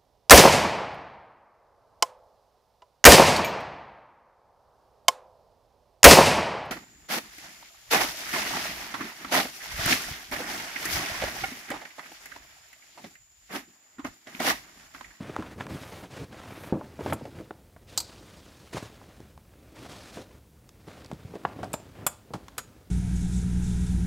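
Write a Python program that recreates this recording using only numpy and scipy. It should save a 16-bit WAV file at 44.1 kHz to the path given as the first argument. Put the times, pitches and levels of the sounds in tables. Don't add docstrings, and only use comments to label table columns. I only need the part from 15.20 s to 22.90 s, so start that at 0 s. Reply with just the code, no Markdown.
import sys
import numpy as np
from scipy import signal
from scipy.io import wavfile
from scipy.ndimage import uniform_filter1d

SR = 44100
rng = np.random.default_rng(int(sys.argv[2]) if len(sys.argv) > 2 else 0)


def to_wav(s):
    ch = np.atleast_2d(s).T
    pcm = np.round(np.clip(ch, -1, 1) * 32767)
    wavfile.write(sys.argv[1], SR, pcm.astype(np.int16))


N = 339570
TIME = np.arange(N) / SR
AGE = np.arange(SR // 2) / SR

# t/s, rub level/dB
CREEP_LEVELS = [(0, -62), (1.1, -60.5), (1.6, -57.5), (2.08, -57.5), (2.5, -70.5), (4.25, -71),
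                (4.55, -61.5), (5.3, -75), (5.65, -64), (6.15, -58.5), (6.7, -59), (7.03, -68.5),
                (7.2, -62), (7.7, -67)]
# t/s, length/s, rub level/dB, swell/dB, foil over rub/dB
ARM_STROKES = [(0, 0.35, -47.5, -3.5, -10.5), (0.381, 0.072, -47.5, 2, -11),
               (.487, 0.38, -46.5, -2.5, -7.5), (0.902, 0.14, -50.5, 5.5, -5.5),
               (1.12, 0.4, -49.5, -0.5, -9.5), (1.792, 0.12, -52.5, 14, -9), (2.155, 0.057, -50, -4, -11),
               (2.677, 1, -56, -8, 0), (3.53, 0.072, -41.5, -1, -3), (3.594, 0.08, -53.5, 5.5, -2),
               (3.682, 0.46, -56.5, -8.5, -5), (4.553, 0.13, -53.5, 3, -4.5),
               (4.689, 0.24, -49.5, -6, -0.5), (4.924, 0.11, -52.5, -1.3, .5), (5.039, 0.15, -65, 2.7, -5),
               (5.671, 0.21, -52.5, -4.5, -7), (6.282, 0.2, -53, -7, -23), (6.75, 0.1, -58, 8, -16)]
# peak t/s, width/s, level/dB
WALL_HEAVES = [(.395, 0.061, -38.5), (0.518, .12, -38.5), (1.019, 0.064, -37), (1.87, .16, -38),
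               (1.935, 0.042, -34.5), (2.08, 0.092, -43), (2.185, 0.068, -40), (4.63, 0.07, -53),
               (6.43, 0.28, -45), (6.82, 0.063, -41.5)]
# f/Hz, level/dB
BILLOW_EQ = [(40, -34.5), (80, 5.5), (130, 1), (200, 0.5), (350, -2), (500, -7.5), (800, -19.5),
             (1500, -44)]
# f/Hz, level/dB
RUB_EQ = [(250, -26), (500, 2.5), (900, -2.5), (1500, -5), (2500, -8.5), (3500, -16.5), (5000, -30),
          (8000, -38)]
# f/Hz, level/dB
FOIL_EQ = [(1800, -2.5), (3500, 4), (5000, 2), (7500, -2.5), (10000, -7), (16000, -19.5)]
# t/s, level/dB, corner f/Hz, t60/s
FLAP_HITS = [(0.006, -24, 196, 0.22), (0.095, -25, 328, 0.034), (0.189, -21.5, 312, 0.064),
             (0.503, -27.5, 189, 0.15), (1.5248, -11.5, 420, 0.21), (1.564, -28, 477, 0.11),
             (1.611, -28.5, 805, 0.036), (1.791, -26.5, 700, 0.07), (2.012, -31.5, 135, 0.048),
             (3.546, -24, 350, 0.11), (4.003, -37, 180, 0.037), (5.6766, -33.5, 415, 0.11),
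             (5.926, -24.5, 195, 0.06), (6.05, -27.5, 99, 0.078), (6.137, -31, 606, .05),
             (7.106, -32.5, 393, 0.099), (7.146, -27, 169, 0.16)]
# f/Hz, level/dB
TAUT_EQ = [(30, -21), (70, -6.5), (150, 0.5), (1000, 1), (2500, -9.5), (16000, -36)]
# t/s, level/dB, resonance f/Hz, t60/s, tick level/dB
KNOCK_HITS = [(0.164, -21, 910, 0.011, -42.5), (0.2235, -30.5, 1140, 0.055, -46.5),
              (0.407, -24.5, 1330, 0.025, -57), (0.4668, -31.5, 1090, 0.011, -45),
              (1.807, -24, 490, 0.049, -48), (1.861, -19.5, 626, 0.065, -42),
              (1.9251, -15.5, 790, 0.043, -44), (2.053, -29, 640, 0.065, -49),
              (2.2089, -34, 460, 0.073, -52), (2.3077, -27, 580, 0.023, -59),
              (2.5635, -41, 800, 0.041, -68), (3.569, -25.5, 900, 0.069, -48), (3.815, -43, 900, .04, -62),
              (4.177, -42, 890, 0.011, -55.5), (4.649, -37, 700, 0.14, -66), (4.971, -28.5, 485, 0.23, -66),
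              (5.9147, -28.5, 710, 0.023, -45), (6.1544, -26.5, 520, 0.062, -50),
              (6.2509, -13.5, 900, 0.025, -49), (6.3893, -32.5, 530, 0.084, -57),
              (6.431, -22.5, 720, 0.088, -41), (6.539, -19, 626, 0.032, -30),
              (6.8651, -17, 1060, 0.063, -49), (7.1366, -24.5, 776, .09, -35.5),
              (7.283, -38.5, 1180, 0.024, -43), (7.3825, -25, 1470, 0.046, -27.5)]
# f/Hz, level/dB
FRAME_EQ = [(30, -20.5), (140, -2), (400, -4), (1000, -0.5), (1600, 2), (2300, 3), (3000, 3), (3700, 2),
            (6000, -24), (16000, -35.5)]
# t/s, length/s, level/dB, swell/dB
SWISH_STROKES = [(.495, 0.344, -62.5, 0), (1.27, 0.22, -67, 10), (1.823, .11, -64, 3)]
# f/Hz, level/dB
SWISH_EQ = [(4000, -37), (9000, -3), (13000, -1), (16000, -11)]
# t/s, click level/dB, click t60/s, hook level/dB, hook detune/Hz,
# hook ring time factor, pole level/dB
CLINK_HITS = [(1.932, -30, .05, -41, 100, .6, -44), (2.7760, -29, .05, -44, 0, .7, -14),
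              (2.8025, -33, .05, -52, 0, .7, -25), (6.532, -28.5, .06, -30, 120, 1.4, -52),
              (6.8657, -13, .045, -21, 0, .85, -44), (7.380, -26, .06, -34.5, -290, 2.0, -42)]
# f/Hz, level/dB
CLICK_EQ = [(150, -15), (1250, 1.5), (1800, -17), (2350, -1), (2750, -6), (3250, -4.5), (4200, -14.5),
            (5100, -8), (6200, -14.5), (7300, 2), (8600, 0), (9400, -4), (11700, 1), (16000, -16)]
# f/Hz, level/dB, t60/s
HOOK_MODES = [(1500, -8, .05), (3400, -9, .05), (5100, -11, .07), (6770, -12, .1), (7163, 0, .13),
              (7885, -2, .06), (8011, -7, .07), (8390, -1, .06), (8648, -6, .06), (11070, -7, .05),
              (11750, -7, .06)]
# f/Hz, level/dB, t60/s
POLE_MODES = [(920, -13, .09), (4060, -9, .08), (4102, -34, .5), (4208, -10, .08), (4649, -7, .08),
              (4700, -31, .7), (4769, 0, .085), (6438, -10, .05), (7650, -7, .06), (13065, -12, .1),
              (14700, -12, .04)]
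# f/Hz, level/dB
CLATTER_EQ = [(200, -23.5), (1000, -0.5), (1800, -13), (3200, -6.5), (4500, 11), (5400, 2), (7900, 5.5),
              (10000, -9), (12300, -18.5), (14700, -3), (16000, -26.5)]
# t/s, level/dB
SNAP_HITS = [(4.0034, -53), (5.4915, -45.5), (5.8464, -45), (5.861, -45), (5.934, -49), (6.444, -43)]
# f/Hz, level/dB
VENT_EQ = [(20, -33), (45, -3.5), (70, 1), (100, -4), (150, -9), (300, -15), (450, -18), (1000, -28.5),
           (2500, -34.5), (15500, -35)]
# f/Hz, t60/s
ROOM_DECAY = [(100, 0.31), (500, 0.5), (2000, 0.3), (5000, 0.43), (8000, 0.29), (15000, 0.14)]

HIT_BUS_DB = -8.5
USUAL_RUB_DB, USUAL_BILLOW_DB = -49, -49.5
BILLOW_SLOPE = 0.53


def amp(db):
    return 10 ** (np.asarray(db) / 20)


def unit_rms(x):
    return x / np.sqrt(np.mean(x ** 2) + 1e-20)


def unit_hit(x):
    return x / np.sqrt(np.mean(x[:440] ** 2) + 1e-20)


def curve_at(points, hz):
    f, value = np.transpose(points)
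    return np.interp(np.log(hz + 1), np.log(f + 1), value)


def add(mix, t, sound):
    part = mix[max(0, round(t * SR)):][:len(sound)]
    part += sound[:len(part)]


def decay(t60):
    return np.exp(-np.log(1000) * AGE / np.maximum(t60, 1e-3))


def eq(x, spectrum, corner_hz=None, q=1.3, size=4096):
    hz = abs(np.fft.fftfreq(size, 1 / SR))
    gain = amp(curve_at(spectrum, hz))
    if corner_hz:
        gain = gain / abs(1 - (hz / corner_hz) ** 2 + 1j * hz / corner_hz / q)
    log_response = np.conj(signal.hilbert(np.log(gain + 1e-7)))
    taps = np.fft.ifft(np.exp(log_response)).real
    return signal.oaconvolve(x, taps[:size // 2])[:len(x)]


def rattle(t60, impulse):
    crowd = rng.standard_normal(len(AGE)) * decay(t60)
    return crowd / np.linalg.norm(crowd) + impulse * (AGE == 0)


def friction(slips_per_s, spread_db, smooth):
    sizes = amp(spread_db * np.minimum(rng.exponential(1, N), 4))
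    slips = sizes * rng.standard_normal(N) * (rng.random(N) < slips_per_s / SR)
    return unit_rms(slips) + smooth * rng.standard_normal(N)


def stroke(start, length, swell_db, attack_s=0.017, release_s=0.035):
    age = TIME - start
    attack = np.clip(age / attack_s + .5, 0, 1)
    release = np.clip((length - age) / release_s + .5, 0, 1)
    return attack * release * amp(swell_db * np.clip(age / length, 0, 1))


def handling():
    creep = amp(np.interp(TIME, *np.transpose(CREEP_LEVELS)))
    billow, rub, crinkle = (creep * amp(6.5)) ** 2, creep ** 2, (creep * amp(-6)) ** 2
    for start, length, rub_db, swell_db, foil_db in ARM_STROKES:
        slide = stroke(start, length, swell_db)
        billow_db = USUAL_BILLOW_DB + BILLOW_SLOPE * (rub_db - USUAL_RUB_DB)
        billow += (slide * amp(billow_db)) ** 2
        rub += (slide * amp(rub_db)) ** 2
        crinkle += (slide * amp(rub_db + foil_db)) ** 2
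    for t, width, db in WALL_HEAVES:
        billow += (amp(db) * np.exp(-(2 * (TIME - t) / width) ** 2)) ** 2
    return np.sqrt([billow, rub, crinkle])


def folds(x, depth_db):
    spectra = signal.stft(x, nperseg=512, noverlap=384)[2]
    patches = uniform_filter1d(rng.standard_normal(spectra.shape), 9, axis=0)
    patches = unit_rms(uniform_filter1d(patches, 9, axis=1))
    return signal.istft(spectra * amp(depth_db * patches), nperseg=512, noverlap=384)[1][:N]


def fabric():
    billow_env, rub_env, crinkle_env = handling()
    grip_db = 1.4 * unit_rms(uniform_filter1d(uniform_filter1d(rng.standard_normal(N), 500), 300))
    billow = unit_rms(eq(friction(slips_per_s=400, spread_db=2, smooth=0.97), BILLOW_EQ))
    rub = unit_rms(eq(friction(slips_per_s=1500, spread_db=2, smooth=1), RUB_EQ))
    crinkle = unit_rms(eq(friction(slips_per_s=2700, spread_db=1, smooth=1.6), FOIL_EQ))
    cloth = billow_env * billow + rub_env * rub + crinkle_env * crinkle
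    return folds(cloth * amp(grip_db), depth_db=1)


def ventilation():
    return amp(-56.5) * unit_rms(eq(rng.standard_normal(N), VENT_EQ))


def fabric_flaps():
    out = np.zeros(N)
    for t, db, corner_hz, t60 in FLAP_HITS:
        slap = unit_hit(eq(rattle(t60, impulse=0.37), TAUT_EQ, corner_hz, q=1.02))
        add(out, t, amp(db) * slap)
    return out


def frame_knocks():
    out = np.zeros(N)
    for t, db, hz, t60, tick_db in KNOCK_HITS:
        body = unit_hit(eq(rattle(t60, impulse=0.27), FRAME_EQ, hz, q=2.25))
        tick = unit_hit(eq(rattle(t60 * 1.26, impulse=0.57), FOIL_EQ))
        add(out, t, amp(db) * body + amp(tick_db) * tick)
    return out


def foil_swishes():
    hiss = unit_rms(eq(friction(slips_per_s=4200, spread_db=6, smooth=1.4), SWISH_EQ))
    return hiss * sum(amp(db) * stroke(t, length, swell) for t, length, db, swell in SWISH_STROKES)


def ring(modes, detune_hz=0, stretch=1):
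    return sum(amp(db) * decay(t60 * stretch)
               * np.sin(2 * np.pi * ((hz + detune_hz) * AGE + rng.random())) for hz, db, t60 in modes)


def hook_clinks():
    out = np.zeros(N)
    for t, click_db, t60, hook_db, detune_hz, stretch, pole_db in CLINK_HITS:
        click = unit_hit(eq(rattle(t60, impulse=0.12), CLICK_EQ))
        hook = ring(HOOK_MODES, detune_hz, stretch)
        pole = amp(-2) * ring(POLE_MODES)
        clatter = unit_hit(eq(rattle(t60=0.05, impulse=0.3), CLATTER_EQ))
        add(out, t, amp(click_db) * click + amp(hook_db) * hook + amp(pole_db) * (pole + clatter))
    return out


def foil_snaps():
    out = np.zeros(N)
    for t, db in SNAP_HITS:
        tick = unit_hit(eq(rattle(t60=0.012, impulse=0.59), FOIL_EQ))
        add(out, t, amp(db) * tick)
    return out


def room_reverb(x, predelay_s=0.006):
    noise = rng.standard_normal(len(AGE)) * (AGE > predelay_s)
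    hz, t, spectra = signal.stft(noise, SR, nperseg=256)
    t60 = curve_at(ROOM_DECAY, hz)[:, None]
    tail = signal.istft(spectra * np.exp(-np.log(1000) * t / t60), SR, nperseg=256)[1]
    return signal.oaconvolve(x, tail / np.linalg.norm(tail))[:N]


def scene():
    tent = fabric() + foil_swishes()
    tent += amp(HIT_BUS_DB) * (fabric_flaps() + frame_knocks() + foil_snaps() + hook_clinks())
    mono = tent + amp(-18.5) * room_reverb(tent) + ventilation()
    return np.array([mono, mono])


def record(dry):
    high_cut = signal.firwin(401, 15900, window=("kaiser", 9), fs=SR)
    return signal.oaconvolve(dry, high_cut[None], "same")


dry = scene()
out = record(dry)
to_wav(out)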